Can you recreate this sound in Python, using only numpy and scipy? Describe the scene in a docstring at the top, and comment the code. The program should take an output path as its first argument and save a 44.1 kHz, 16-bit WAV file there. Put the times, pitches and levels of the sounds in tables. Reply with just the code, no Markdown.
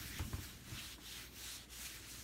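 """Buffing a wooden table

A soft cloth rubs a waxed table top in seven quick strokes, close by in a small room.
Countless tiny fibre slips make a hiss that swells and brightens with the speed of the hand.
The wood murmurs under it, and a few jolts of the table each give a light knock and a dull thump.
Room air and a faint mains hum lie underneath."""
import sys
import numpy as np
from scipy import signal
from scipy.fft import rfft, irfft
from scipy.io import wavfile
from scipy.ndimage import uniform_filter1d

SR = 44100
rng = np.random.default_rng(int(sys.argv[2]) if len(sys.argv) > 2 else 0)


def persist_wave(psi):
    """Save psi, clipped to +-1, as 16-bit WAV."""
    counts = np.round(np.clip(psi, -1, 1) * 32767).astype(np.int16)
    wavfile.write(sys.argv[1], SR, np.atleast_2d(counts).T)


N = 98431
TIME = np.arange(N) / SR

# the tone of the room's still air: pitch_hz, level_db
AIR_SPECTRUM = [(20, -20), (55, -0.5), (100, -6.5), (170, -6.5), (320, -3.5), (500, -12.5), (900, -19.5),
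                (2000, -15.5), (5000, -25), (10000, -29.5), (16000, -38)]
# the two tones of the mains hum: pitch_hz, level_db
HUM_TONES = [(59.6, -62.5), (120, -70.5)]
# the tone of the wood murmuring under the hand: pitch_hz, level_db
WOOD_SPECTRUM = [(20, -9), (45, 0), (90, 1.5), (130, 1.5), (160, -6.5), (230, -2), (300, -9.5), (380, -13),
                 (480, -23.5), (900, -28.5), (2000, -34)]
# how loud that murmur is: time_s, level_db
WOOD_LEVELS = [(0, -55.5), (.06, -52.5), (.13, -59), (.2, -48.5), (.3, -53), (.46, -55.5), (.6, -62.5),
               (.68, -55.5), (.76, -54.5), (.95, -66.5), (1.3, -63.5), (1.68, -66.5), (1.85, -65.5),
               (2.23, -61)]
# jolts of the table: start_s, knock_db, thump_db, thump_pitch_hz, thump_rise_s
JOLTS = [(0.038, -64, -54.5, 97, 0.01), (0.1933, -46.5, -32.5, 88.4, 0.0094),
         (0.243, -60.5, -38.5, 92, 0.0051), (.331, -47.5, -33.5, 90, 0.0079),
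         (0.3817, -58.5, -38.5, 93, 0.0069), (.542, -85, -49, 65.5, 0.0075),
         (0.7173, -64, -42, 100, 0.0084), (.802, -75, -48, 96, 0.0067), (0.982, -59.5, -56, 285, 0.0043)]
# the tone of wood knocking on wood: pitch_hz, level_db
KNOCK_SPECTRUM = [(100, 5.5), (300, 1.5), (500, -2.5), (750, -1), (1000, 4), (1550, 2.5), (2300, -9),
                  (3500, -27), (8000, -23), (16000, -40)]
# low notes the table rings with after a thump: pitch_hz, level_db, fade_s
TABLE_NOTES = [(64, -13.5, .12), (122.6, -13.5, 0.39), (231, -20.5, 0.25), (284.4, -14, 0.089)]
# the tone of the slipping fibres: pitch_hz, level_db
HISS_SPECTRUM = [(200, -42), (700, -13), (1100, -10), (1450, -3.5), (2000, -3.5), (3000, -2), (4300, -1),
                 (4900, -4), (5250, -1.2), (7000, 0.1), (7500, -3), (8300, -0.5), (8650, -3.5), (9000, -3),
                 (9800, -2.5), (10300, -8), (11000, -5), (13000, -4.5), (14300, -7.5), (15700, -7)]
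# one curve per stroke, following the hand's speed and pressure: time_s, level_db, treble_boost_db
STROKE_CURVES = [
    [(0, -53, 0), (.05, -53, -0.5), (.1, -55, 1.5), (.14, -51.5, -4.5), (.2, -51.5, -4), (.235, -59.5, 0.5),
     (.262, -61, 5.5), (.3, -62, 3.5)],
    [(.34, -60, 3.5), (.39, -60, 0.5), (.435, -55, 2), (.48, -57.5, .5), (.54, -59.5, -3), (.585, -66, 1),
     (.635, -66, 0)],
    [(.69, -57.5, -1.5), (.75, -53.5, -3.5), (.81, -50.5, -4.5), (.87, -55, 0), (.935, -55, -4),
     (.958, -63.5, 1), (.976, -74, 4)],
    [(1.01, -61, -3.5), (1.07, -54, -3), (1.13, -53.5, -1.5), (1.195, -53, -2.5), (1.265, -59, -2),
     (1.3, -68, 0.5)],
    [(1.35, -60, 0), (1.41, -55, 1), (1.45, -53.5, 1), (1.52, -50.5, 0), (1.555, -54.5, 4),
     (1.6, -56.5, -4), (1.645, -60.5, -3.5), (1.676, -78, 2)],
    [(1.7, -64, 0), (1.73, -57.5, 1), (1.82, -55, 4.5), (1.865, -52, 0), (1.89, -56.5, 2.5),
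     (1.965, -56.5, 1.5), (2.015, -61.5, .5)],
    [(2.06, -56.5, -4), (2.1, -59, 6.5), (2.16, -56, 1), (2.23, -60, 3.5)],
]
# the ring of the hollow in the cupped cloth as the hand moves: time_s, pitch_hz, boost_db
CLOTH_HOLLOW = [(.03, 1700, 5.5), (.16, 1880, 7.5), (.3, 2580, 1), (.46, 1500, 5), (.68, 1600, 4.5),
                (.79, 2760, 2), (.9, 3300, 2.5), (1.1, 3450, 5), (1.22, 2510, 1.5), (1.45, 3520, 1.5),
                (1.55, 3560, 5.5), (1.9, 2040, -0.5), (2.15, 5600, -1)]
# the rise and fall of the very highest hiss: time_s, boost_db
TOP_BOOST = [(.05, 5.5), (.27, 1.5), (.45, 2.5), (.85, -1), (1.16, 1.5), (1.32, 8), (1.5, -4.5),
             (1.85, -.5), (2.15, -2)]
# the cloth catches on the wax: time_s, half_length_s, level_db, pitch_hz, width_octaves
WAX_CATCHES = [(0.187, 0.0028, -47.5, 8000, 1.6), (.789, 0.0068, -51.5, 2860, 0.05),
               (1.198, 0.018, -59.5, 1600, .3), (1.862, 0.0087, -50.5, 3500, 4.3),
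               (1.95, 0.037, -58, 2070, 0.46)]


def amp(db):
    """Turns decibels into a number to multiply by."""
    return 10 ** (np.asarray(db) / 20)


def fade(t, fade_s):
    """Dies away by 60 dB every fade_s seconds."""
    return amp(-60 * t / fade_s)


def unit(x):
    """Scales each column to an average power of one."""
    return x / np.sqrt(np.mean(x ** 2, axis=0) + 1e-20)


def follow(rows, t):
    """Reads every column of a curve at the times t."""
    s, *columns = np.transpose(rows)
    return [np.interp(t, s, column) for column in columns]


def level_at(spectrum, hz):
    """Reads a spectrum's level in dB at the pitches hz."""
    pitch_hz, level_db = np.transpose(spectrum)
    return np.interp(np.log(hz + 1), np.log(pitch_hz), level_db)


def bell(hz, centre_hz, octaves):
    """A smooth hill of height one around a pitch."""
    return np.exp(-.5 * (np.log2((hz + 1) / centre_hz) / octaves) ** 2)


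def shaped_noise(gain):
    """Noise whose strength at each pitch is shaped by gain(hz)."""
    hz = np.fft.rfftfreq(N, 1 / SR)
    return unit(irfft(rfft(rng.standard_normal(N)) * gain(hz), N))


def noise(spectrum):
    """Noise with the tone given in a table."""
    return shaped_noise(lambda hz: amp(level_at(spectrum, hz)))


def wobble(depth_db, rate_hz):
    """A gain that wanders up and down at random."""
    return amp(depth_db * shaped_noise(lambda hz: bell(hz, rate_hz, octaves=1)))


def air_and_hum():
    """The soft rush of room air and a steady mains hum."""
    hum = sum(amp(db) * np.sqrt(2) * np.sin(2 * np.pi * (hz * TIME + rng.random()))
              for hz, db in HUM_TONES)
    return amp(-63.5) * noise(AIR_SPECTRUM) + hum


def room_echo(sound):
    """The walls send back a short, faint tail of scattered echoes."""
    t = TIME[:SR // 2]
    echoes_per_s = 2000
    echoes = rng.standard_normal(len(t)) * (rng.random(len(t)) < echoes_per_s / SR)
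    echoes *= (t > .004) * fade(t, fade_s=0.098)
    return amp(-12.5) * signal.fftconvolve(sound, echoes / np.linalg.norm(echoes))[:N]


def wood_murmur():
    """The dragging hand shakes the table top in uneven lumps."""
    lumps = unit(wobble(depth_db=2, rate_hz=26))
    level_db, = follow(WOOD_LEVELS, TIME)
    return noise(WOOD_SPECTRUM) * amp(level_db) * lumps


def table_jolts():
    """A short wooden knock, then the top heaves for about two swings and its low notes ring on."""
    knock_rise_s, thump_delay_s = 0.00039, 0.0048
    out = np.zeros(N)
    for start_s, knock_db, thump_db, thump_hz, rise_s in JOLTS:
        t = np.maximum(TIME - start_s, 0)
        tail = fade(t, fade_s=0.027) + amp(-5) * fade(t, fade_s=0.25)
        out += amp(knock_db) * np.minimum(t / knock_rise_s, 1) * tail * noise(KNOCK_SPECTRUM)
        t = np.maximum(t - thump_delay_s, 0)
        heave = (t / rise_s * np.exp(1 - t / rise_s)) ** 2 * np.sin(2 * np.pi * thump_hz * t)
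        ring = sum(amp(db) * fade(t, fade_s) * np.sin(2 * np.pi * hz * t)
                   for hz, db, fade_s in TABLE_NOTES)
        out += amp(thump_db) * (heave + ring)
    return out


def fibre_slips():
    """Many tiny slips of uneven size over a smooth hiss, fluttering as the grip changes."""
    slips_per_s, spread_db, slip_share = 7000, 1.5, 0.3
    sizes = amp(spread_db * np.minimum(rng.exponential(1, N), 4)) * rng.choice([-1., 1.], N)
    slips = unit(sizes * (rng.random(N) < slips_per_s / SR))
    flutter = wobble(depth_db=0.34, rate_hz=45)
    return flutter * (np.sqrt(slip_share) * slips + np.sqrt(1 - slip_share) * rng.standard_normal(N))


def cloth_strokes():
    """Each stroke swells and brightens the fibre hiss, and the hollow under the hand colours it."""
    # cut the hiss into short slices, so each can have its own tone
    slicing = dict(fs=SR, nperseg=256, noverlap=192)
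    hz, t, slices = signal.stft(fibre_slips(), **slicing)
    hz = hz[:, None]
    rub_db, treble_db = follow([row for stroke in STROKE_CURVES for row in stroke], t)
    hollow_hz, hollow_db = follow(CLOTH_HOLLOW, t)
    top_db, = follow(TOP_BOOST, t)
    tone = amp(level_at(HISS_SPECTRUM, hz))
    tone = tone * amp(hollow_db * bell(hz, hollow_hz, octaves=0.27))
    tone *= amp(top_db * bell(hz, centre_hz=14100, octaves=0.21))
    treble_from_hz = 5270
    low_share = 1 / (1 + (hz / treble_from_hz) ** 10)
    rub = amp(rub_db) * unit(tone * np.sqrt(low_share))
    treble = amp(rub_db + treble_db) * unit(tone * np.sqrt(1 - low_share))
    # the soft, low brush of the cloth pad swells only a little with the rub
    brush_db = -73 + 0.14 * (rub_db - rub_db.mean())
    brush = amp(brush_db) * unit(bell(hz, centre_hz=1026, octaves=0.9))
    power = rub ** 2 + treble ** 2 + brush ** 2
    for time_s, half_length_s, level_db, pitch_hz, octaves in WAX_CATCHES:
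        catch = amp(level_db) * np.exp(-.5 * ((t - time_s) / half_length_s) ** 2)
        power += (catch * unit(tone * bell(hz, pitch_hz, octaves))) ** 2
    # random patches of pitch and time come out a little louder or softer
    patches = uniform_filter1d(rng.standard_normal(slices.shape), size=4, axis=0)
    patches = uniform_filter1d(patches, size=24, axis=1)
    patch_db = 1.5 * patches / patches.std()
    _, hiss = signal.istft(slices * np.sqrt(power) * amp(patch_db), **slicing)
    return hiss[:N]


def scene():
    """Cloth and table in the room, the same in both channels."""
    near = cloth_strokes() + wood_murmur() + table_jolts()
    mono = near + room_echo(near) + air_and_hum()
    return np.array([mono, mono])


def record(dry):
    """The small microphone loses the deepest bass; then the highest treble is cut off."""
    low_cut_hz, high_cut_hz = 33, 15750
    bass_cut = signal.butter(2, low_cut_hz, "highpass", fs=SR, output="sos")
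    treble_cut = signal.firwin(511, high_cut_hz, window=("kaiser", 9), fs=SR)
    return signal.oaconvolve(signal.sosfilt(bass_cut, dry), treble_cut[None], "same")


dry = scene()
out = record(dry)
persist_wave(out)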